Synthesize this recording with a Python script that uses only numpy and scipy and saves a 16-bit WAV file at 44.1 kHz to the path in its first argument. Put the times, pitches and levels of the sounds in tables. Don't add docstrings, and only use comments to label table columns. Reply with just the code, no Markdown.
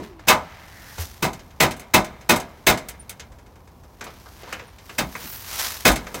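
import sys
import numpy as np
from scipy import signal
from scipy.fft import rfft, irfft
from scipy.io import wavfile
from scipy.ndimage import uniform_filter1d

SR = 44100
rng = np.random.default_rng(int(sys.argv[2]) if len(sys.argv) > 2 else 0)


def inscribe(sig):
    pcm = np.round(np.clip(np.atleast_2d(sig).T, -1, 1) * 32767)
    wavfile.write(sys.argv[1], SR, pcm.astype(np.int16))


N = 273420
TIME_S = np.arange(N) / SR
FREQS_HZ = np.fft.rfftfreq(N, 1 / SR)
BAND_HZ = np.geomspace(35, 16000, 22)


def amp(db):
    return 10 ** (np.asarray(db) / 20)


def unit(x):
    return x / np.sqrt(np.mean(x ** 2) + 1e-20)


def read(points, hz, axis=1):
    table = np.array(points, float)
    return np.interp(np.log(hz + 1), np.log(table[:, 0] + 1), table[:, axis])


def add(mix, start_s, sound):
    start = round(start_s * SR)
    sound = sound[max(-start, 0):]
    part = mix[max(start, 0):][:len(sound)]
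    part += sound[:len(part)]


def colour(x, points):
    return unit(irfft(rfft(x) * amp(read(points, FREQS_HZ)), N))


def wander(count):
    once = uniform_filter1d(rng.standard_normal(N), count)
    return unit(uniform_filter1d(once, count))


def noise_bands(ripple_db=2.5, grain_db=0.7, ripple_bins=600):
    white = rfft(rng.standard_normal(N) * amp(grain_db * wander(count=50)))
    white = white * unit(amp(ripple_db * wander(count=ripple_bins)[:len(white)]))
    band = np.round(np.interp(np.log(FREQS_HZ + 1), np.log(BAND_HZ), np.arange(len(BAND_HZ))))
    return [irfft(white * (band == k) * (FREQS_HZ > 28), N) for k in range(len(BAND_HZ))]


def fade(energy, t60_s):
    return signal.lfilter([1], [1, -np.exp(-np.log(10 ** 6) / (t60_s * SR))], energy + 1e-20)


def lag(x, lag_s):
    r = np.exp(-1 / (max(lag_s, 1e-4) * SR))
    return signal.lfilter([1 - r], [1, -r], x + 1e-20)


def struck(times_s, energy, t60_s, swell_s):
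    lead = SR // 4
    at = np.clip(np.round(times_s * SR).astype(int) + lead, 0, None)
    train = np.bincount(at, energy, N + lead)
    return lag(fade(train, t60_s), swell_s)[lead:lead + N]


def rings(table, swell_s, spread, count=4):
    out, t = np.zeros(N), np.arange(SR // 2) / SR
    for (s, db, hz, t60_s, *_), (places, turns) in zip(table, rng.random((len(table), 2, count))):
        offsets = 2 * (np.arange(count) + places) / count - 1
        cluster = sum(np.sin(2 * np.pi * (hz * (1 + spread * d) * t + turn)) for d, turn in zip(offsets, turns))
        shape = amp(-60 * t / t60_s) * (1 - np.exp(-t / swell_s))
        add(out, s, amp(db) * unit(cluster * shape) * np.sqrt(np.mean(shape ** 2)))
    return out


# (frequency [Hz], relative density [dB per Hz])
YARD_SPECTRUM = [(15, -33.5), (30, -19.5), (55, -4), (85, -7), (130, -14.5), (250, -19.5), (500, -25),
                 (1000, -23.5), (1600, -41), (3000, -49), (8000, -55), (15500, -50)]


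def yard(level_db=-47, swell_db=0.5):
    return amp(level_db + swell_db * wander(count=5000)) * colour(rng.standard_normal(N), YARD_SPECTRUM)


def slide(start_hz=460, fall_hz_per_s=780, level_db=-43.5, length_s=0.24, waver=0.039, flicker_db=3):
    t = np.minimum(TIME_S, length_s)
    hz = (start_hz - fall_hz_per_s * t) * (1 + waver * wander(count=400))
    gain = amp(level_db + flicker_db * wander(count=500)) * (1 - (t / length_s) ** 4)
    return gain * np.sin(2 * np.pi * np.cumsum(hz) / SR)


def stroke(peak_s, rise_s, fall_s, drop_db=20):
    away = np.maximum((peak_s - TIME_S) / rise_s, (TIME_S - peak_s) / fall_s)
    return amp(-drop_db * np.minimum(away, 10))


# (frequency [Hz], relative density [dB per Hz])
CLOTH_SPECTRUM = [(100, -59), (6000, -15), (10000, -7.5), (13000, 2.5), (15500, 2.5)]
# (peak time [s], rise [s], fall [s], level [dB])
CLOTH_SWISHES = [(5.32, 0.22, 0.21, -33.5), (5.7, .4, .35, -48)]


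def swish(flicker_db=2.5):
    gain = np.sqrt(sum((amp(db) * stroke(*shape)) ** 2 for *shape, db in CLOTH_SWISHES))
    return colour(rng.standard_normal(N), CLOTH_SPECTRUM) * gain * amp(flicker_db * wander(count=150))


# (frequency [Hz], relative density [dB per Hz])
SCRAPE_SPECTRUM = [(100, -12.5), (400, -3), (900, 5.5), (1900, 4.5), (4000, -5), (6000, -12.5),
                   (9000, -28.5), (16000, -30)]
# (frequency [Hz], relative density [dB per Hz])
HISS_SPECTRUM = [(100, -46), (2000, -11), (5800, -1), (8000, -7), (10500, -7), (13000, -3.5), (15500, -8)]
# (peak time [s], rise [s], fall [s], body level [dB], hiss level [dB])
RUB_STROKES = [(.04, 0.078, 0.11, -46, -54), (.52, 0.75, .8, -48.5, -80), (.96, 0.56, 0.62, -51, -46.5),
               (1.008, 0.042, 0.098, -41.5, -32.5), (2.6, 2.7, 2.3, -60, -61.5),
               (4.08, 0.13, 0.2, -48.5, -59), (4.38, 0.78, .25, -59.5, -52.5),
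               (4.53, 0.2, 0.23, -41.5, -52.5), (4.93, 0.24, 0.19, -53.5, -50),
               (5.24, 0.3, 0.83, -44.5, -40.5), (5.608, 0.17, 0.25, -32, -25.5),
               (6.2, 0.31, .2, -50, -44.5)]


def shuffle(grain_db=2.0, flicker_db=1.36):
    power = np.array([stroke(*row[:3]) for row in RUB_STROKES]) ** 2
    body_gain, hiss_gain = np.sqrt(amp(np.array(RUB_STROKES)[:, 3:].T) ** 2 @ power)
    sizes = amp(grain_db * np.minimum(rng.exponential(1, N), 5))
    snaps = rng.standard_normal(N) * sizes * (rng.random(N) < .15)
    body = colour(snaps, SCRAPE_SPECTRUM) * body_gain
    hiss = colour(snaps + 0.37 * rng.standard_normal(N), HISS_SPECTRUM) * hiss_gain
    return (body + hiss) * amp(flicker_db * wander(count=300))


# (time [s], level [dB], frequency [Hz])
SQUEAL_TRACK = [(.35, -80, 1810), (.45, -66, 1810), (0.649, -54, 1880), (.83, -50, 1795), (.94, -51, 1744),
                (1.0, -81, 1710)]


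def squeal(count=55):
    s, db, hz = np.transpose(SQUEAL_TRACK)
    turn = 2 * np.pi * np.cumsum(np.interp(TIME_S, s, hz)) / SR
    band = wander(count=count) * np.cos(turn) + wander(count=count) * np.sin(turn)
    return np.interp(TIME_S, s, amp(db), 0, 0) * band


# (time [s], level [dB], centre frequency [Hz], t60 [s])
BODY_THUDS = [(.988, -21.5, 83.7, 0.26), (5.04, -31.5, 62.4, 0.2), (5.895, -16, 54.8, 0.32)]


def thuds():
    return rings(BODY_THUDS, swell_s=0.012, spread=0.062)


# (time [s], level [dB], centre frequency [Hz], t60 [s])
METAL_PINGS = [(2.996, -35.5, 9270, 0.073), (4.672, -54.5, 9250, 0.11)]


def pings():
    return rings(METAL_PINGS, swell_s=0.0012, spread=0.0304, count=8)


# (time [s], ring level [dB], centre frequency [Hz], t60 [s],
# relative click level [dB], relative high part of the click [dB])
FRAME_CLACKS = [(.194, -38, 1255, 0.054, -39.5, -19), (0.981, -37, 1315, .055, -26.5, -18),
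                (4.009, -38.5, 1695, 0.36, -25, -20), (4.066, -38.5, 898, 0.16, -31, -38),
                (4.258, -44.5, 1110, .16, -38, -37), (4.432, -41.5, 558, 0.13, -33, -41),
                (4.475, -38.5, 860, 0.078, -35, -27), (4.526, -28, 2090, 0.14, -23.5, -13.5),
                (4.596, -37.5, 1900, 0.12, -31.5, -35), (4.894, -36, 2060, 0.11, -29.5, -24),
                (5.152, -26.5, 1728, 0.088, -30, -15), (5.24, -39.5, 256, 0.2, -45, -20),
                (6.068, -34, 1860, .07, -30, -25), (6.143, -35, 363, 0.24, -20, -7.5)]


def clacks():
    return rings(FRAME_CLACKS, swell_s=0.00055, spread=0.49, count=18)


# (time [s], relative peak level [dB], relative high part [dB])
FITTING_RATTLES = [(1.392, -34.5, -22), (1.505, -41.5, -26), (1.765, -41, 0), (1.795, -30, -5.5),
                   (2.21, -39, -15), (2.36, -22.5, -1), (2.8859, -25, -1), (3.0942, -24.5, -2.5),
                   (3.1964, -23, -22), (4.04, -29.5, -8), (4.784, -34.5, -22), (5.916, -23, -2)]
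LATCH_DELAY_S, LATCH_HIGH_DB = .105, -10
FITTING_LOW_DB, CLACK_LOW_DB = -12, -0.5
SLIP_START_S, SLIPS_PER_S, SLIP_SLOWING_PER_S = 3.319, 15.2, 2.25
SLIP_DB, SLIP_LOW_DB, SLIP_HIGH_DB = -45, 1.5, -14.5


def small_contacts(count=6):
    rows = [(s + LATCH_DELAY_S, db, FITTING_LOW_DB, LATCH_HIGH_DB) for s, *_, db in DOOR_BLOWS]
    rows += [(s, db, FITTING_LOW_DB, high_db) for s, db, high_db in FITTING_RATTLES]
    rows += [(s, db, CLACK_LOW_DB, high_db) for s, *_, db, high_db in FRAME_CLACKS]
    gaps_s = 1 / np.maximum(SLIPS_PER_S - SLIP_SLOWING_PER_S * np.arange(count - 1), 2)
    slips_s = SLIP_START_S + np.r_[0, np.cumsum(gaps_s)]
    rows += [(s, SLIP_DB, SLIP_LOW_DB, SLIP_HIGH_DB) for s in slips_s]
    return np.array(rows)


RATTLE_DB, RATTLE_LOW_DB, RATTLE_HIGH_DB = -5.5, 10.5, 6.5
RATTLE_T60_AT_2500_HZ_S = .13


def rattles(bands):
    s, db, low_db, high_db = small_contacts().T
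    out = np.zeros(N)
    for hz, noise in zip(BAND_HZ, bands):
        low, high = read([(1200, 1), (2400, 0)], hz), read([(6000, 0.013), (9500, 0.92)], hz)
        level_db = db + low * (low_db + RATTLE_LOW_DB) + high * (high_db + RATTLE_HIGH_DB)
        level_db = level_db + read([(60, -10.5), (300, -3.5), (1200, -2), (2300, 4.5), (4000, -1.5),
                                    (7000, 2), (15000, -5.0)], hz)
        t60_s = RATTLE_T60_AT_2500_HZ_S * read([(300, 3.33), (2500, 1.0), (12000, 0.63)], hz)
        out += noise * np.sqrt(struck(s, amp(level_db) ** 2, t60_s, swell_s=0.001))
    return amp(RATTLE_DB) * out


def favour(hz, spot_hz, boost_db, octaves=0.33):
    return boost_db * np.exp(-.5 * (np.log2(hz / spot_hz) / octaves) ** 2)


# (time [s], relative strength [dB], bass [dB], treble [dB],
# clatter length [s], frequency favoured by the spot [Hz], its boost [dB], relative latch level [dB])
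DOOR_BLOWS = [(-.09, -7.5, 6, -2, 0.022, 318, 6.5, -62), (.274, -11, 1.5, -7, 0.0052, 2500, -1.5, -57),
              (.284, 2, -7.5, -3, 0.018, 2300, 0.5, -57), (.305, -3, -8.5, -16, 0.02, 1090, 7, -56),
              (1.226, -8.5, 4.5, -4.5, 0.032, 875, 2.5, -29), (1.604, -0.5, 0.5, -4, 0.03, 2600, 2, -21.5),
              (1.940, 2, -1, -3.5, 0.0036, 2300, 0.5, -27.5),
              (2.294, 1, -2.5, -5.5, 0.022, 400, 2.5, -23.5), (2.669, 0, .5, -2, 0.029, 1896, 1, -25),
              (4.984, -11, -3.5, -1, 0.0055, 2330, 1.5, -60), (4.995, -22, 10.5, -20, 0.0049, 190, 7, -60),
              (5.853, -1, 4, -1.5, .02, 1500, 3.5, -17.5), (5.878, -8.5, 0, 1.5, 0.0044, 403, 6.5, -42.5)]
# (nominal frequency [Hz], relative level [dB], t60 [s])
PANEL_MODES = [(50, -10, 0.39), (114, -9.5, 0.31), (179, -4.5, 0.31), (256, -2.5, 0.31), (323.5, 0.5, 0.26),
               (373.7, -4, 0.34), (505, -6.5, 0.35), (632.4, 1.5, 0.31), (848, -1.5, 0.25), (1035, 1, 0.28),
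               (1180, -5.5, 0.13), (1257, -1, 0.067), (1500, -2.5, 0.25), (1740, -8.5, 0.11),
               (1893, -12.5, 0.14), (2230, -12.5, 0.22), (2575, 9, 0.12), (3650, -19, .16)]


def panel(level_db=-21.5, spread_db=2, swell_s=0.0017):
    out, t = np.zeros(N), np.arange(SR // 2) / SR
    for s, db, bass_db, _, _, spot_hz, boost_db, _ in DOOR_BLOWS:
        ring = np.zeros(len(t))
        chances = rng.uniform(-0.93, 1, (len(PANEL_MODES), 3))
        for (hz, mode_db, t60_s), (size, detune, turn) in zip(PANEL_MODES, chances):
            peak_db = mode_db + spread_db * size + bass_db * (hz < 450) + favour(hz, spot_hz, boost_db)
            tone = np.sin(2 * np.pi * hz * (1 + .025 * detune) * t + np.pi * turn)
            ring += amp(peak_db - 60 * t / t60_s) * tone
        add(out, s, amp(db + level_db) * ring * (1 - np.exp(-t / swell_s)))
    return out


TOUCH_LEAD_S, TOUCH_DB = 0.0031, -15
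REBOUND_DELAY_S, REBOUND_DB, REBOUND_TREBLE_DB = 0.025, -11, -23
CLATTER_SHARE = 0.56


def contacts(count=7, first_snap_db=3):
    rows = []
    chances = rng.random((len(DOOR_BLOWS), 2, count))
    for (s, db, bass_db, treble_db, length_s, *spot, _), (jitter, luck) in zip(DOOR_BLOWS, chances):
        energy = amp(db) ** 2
        rows.append((s - TOUCH_LEAD_S, amp(db + TOUCH_DB) ** 2, bass_db, treble_db, *spot))
        rows.append((s, (1 - CLATTER_SHARE) * energy, bass_db, treble_db + first_snap_db, *spot))
        rebound_energy = amp(db + REBOUND_DB) ** 2
        rows.append((s + REBOUND_DELAY_S, rebound_energy, bass_db, treble_db + REBOUND_TREBLE_DB, *spot))
        chatter_s = s + length_s * (np.arange(count) + .5 + jitter) / count
        sizes = (.3 + luck) ** 2
        for at_s, part in zip(chatter_s, CLATTER_SHARE * sizes / sizes.sum()):
            rows.append((at_s, part * energy, bass_db, treble_db, *spot))
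    return np.array(rows)


# (frequency [Hz], relative density [dB per Hz], t60 [s], swell [s])
DOOR_RING = [(35, -12, 0.74, .012), (70, -7.5, 0.26, .01), (187, -3, 0.34, .004), (327, -2, 0.24, 0.0042),
             (530, -7.5, 0.2, 0.0034), (649, 0, 0.16, 0.016), (995, 2, 0.18, .012),
             (1500, -5.5, 0.15, 0.0072), (2500, -2.5, 0.18, .003), (2790, -7.5, 0.15, 0.0029),
             (4200, -10, 0.15, 0.0054), (7000, -13.5, .16, .001), (10800, -21, 0.15, .001),
             (15500, -16.5, 0.12, .001)]
BANG_DB, CRACK_DB, CRACK_T60_S = 3, -9, 0.084
YARD_ECHO_DB, YARD_ECHO_T60_S = -30, 1


def bangs(bands):
    s, energy, bass_db, treble_db, spot_hz, boost_db = contacts().T
    out = np.zeros(N)
    for hz, noise in zip(BAND_HZ, bands):
        bass = read([(300, 0.89), (800, 0.026)], hz)
        treble = read([(1200, 0.021), (5000, 0.96)], hz)
        tone_db = bass_db * bass + treble_db * treble
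        fed = energy * amp(tone_db + favour(hz, spot_hz, boost_db)) ** 2
        near = struck(s, fed, read(DOOR_RING, hz, axis=2), read(DOOR_RING, hz, axis=3))
        crack_db = CRACK_DB + read([(400, 1), (2000, 9.4), (12000, 14)], hz)
        crack = struck(s, fed, CRACK_T60_S, swell_s=0) * amp(crack_db) ** 2
        far_db = YARD_ECHO_DB + read([(200, 10.5), (1500, 9.5), (10000, -2.5)], hz)
        far = lag(near, YARD_ECHO_T60_S / np.log(10 ** 6)) * amp(far_db) ** 2
        out += noise * amp(read(DOOR_RING, hz)) * np.sqrt(near + crack + far)
    return amp(BANG_DB) * out


def scene():
    bands = noise_bands()
    door = bangs(bands) + panel() + rattles(bands)
    door += thuds() + clacks() + pings()
    return (door + squeal() + shuffle() + swish() + yard() + slide())[None]


def record(dry, ceiling=0.99, edge_hz=16050):
    rounded = ceiling * np.tanh(dry / ceiling)
    lowpass = signal.firwin(511, edge_hz, window=("kaiser", 9), fs=SR)
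    return signal.oaconvolve(rounded, lowpass[None], "same")


dry = scene()
out = record(dry)
inscribe(out)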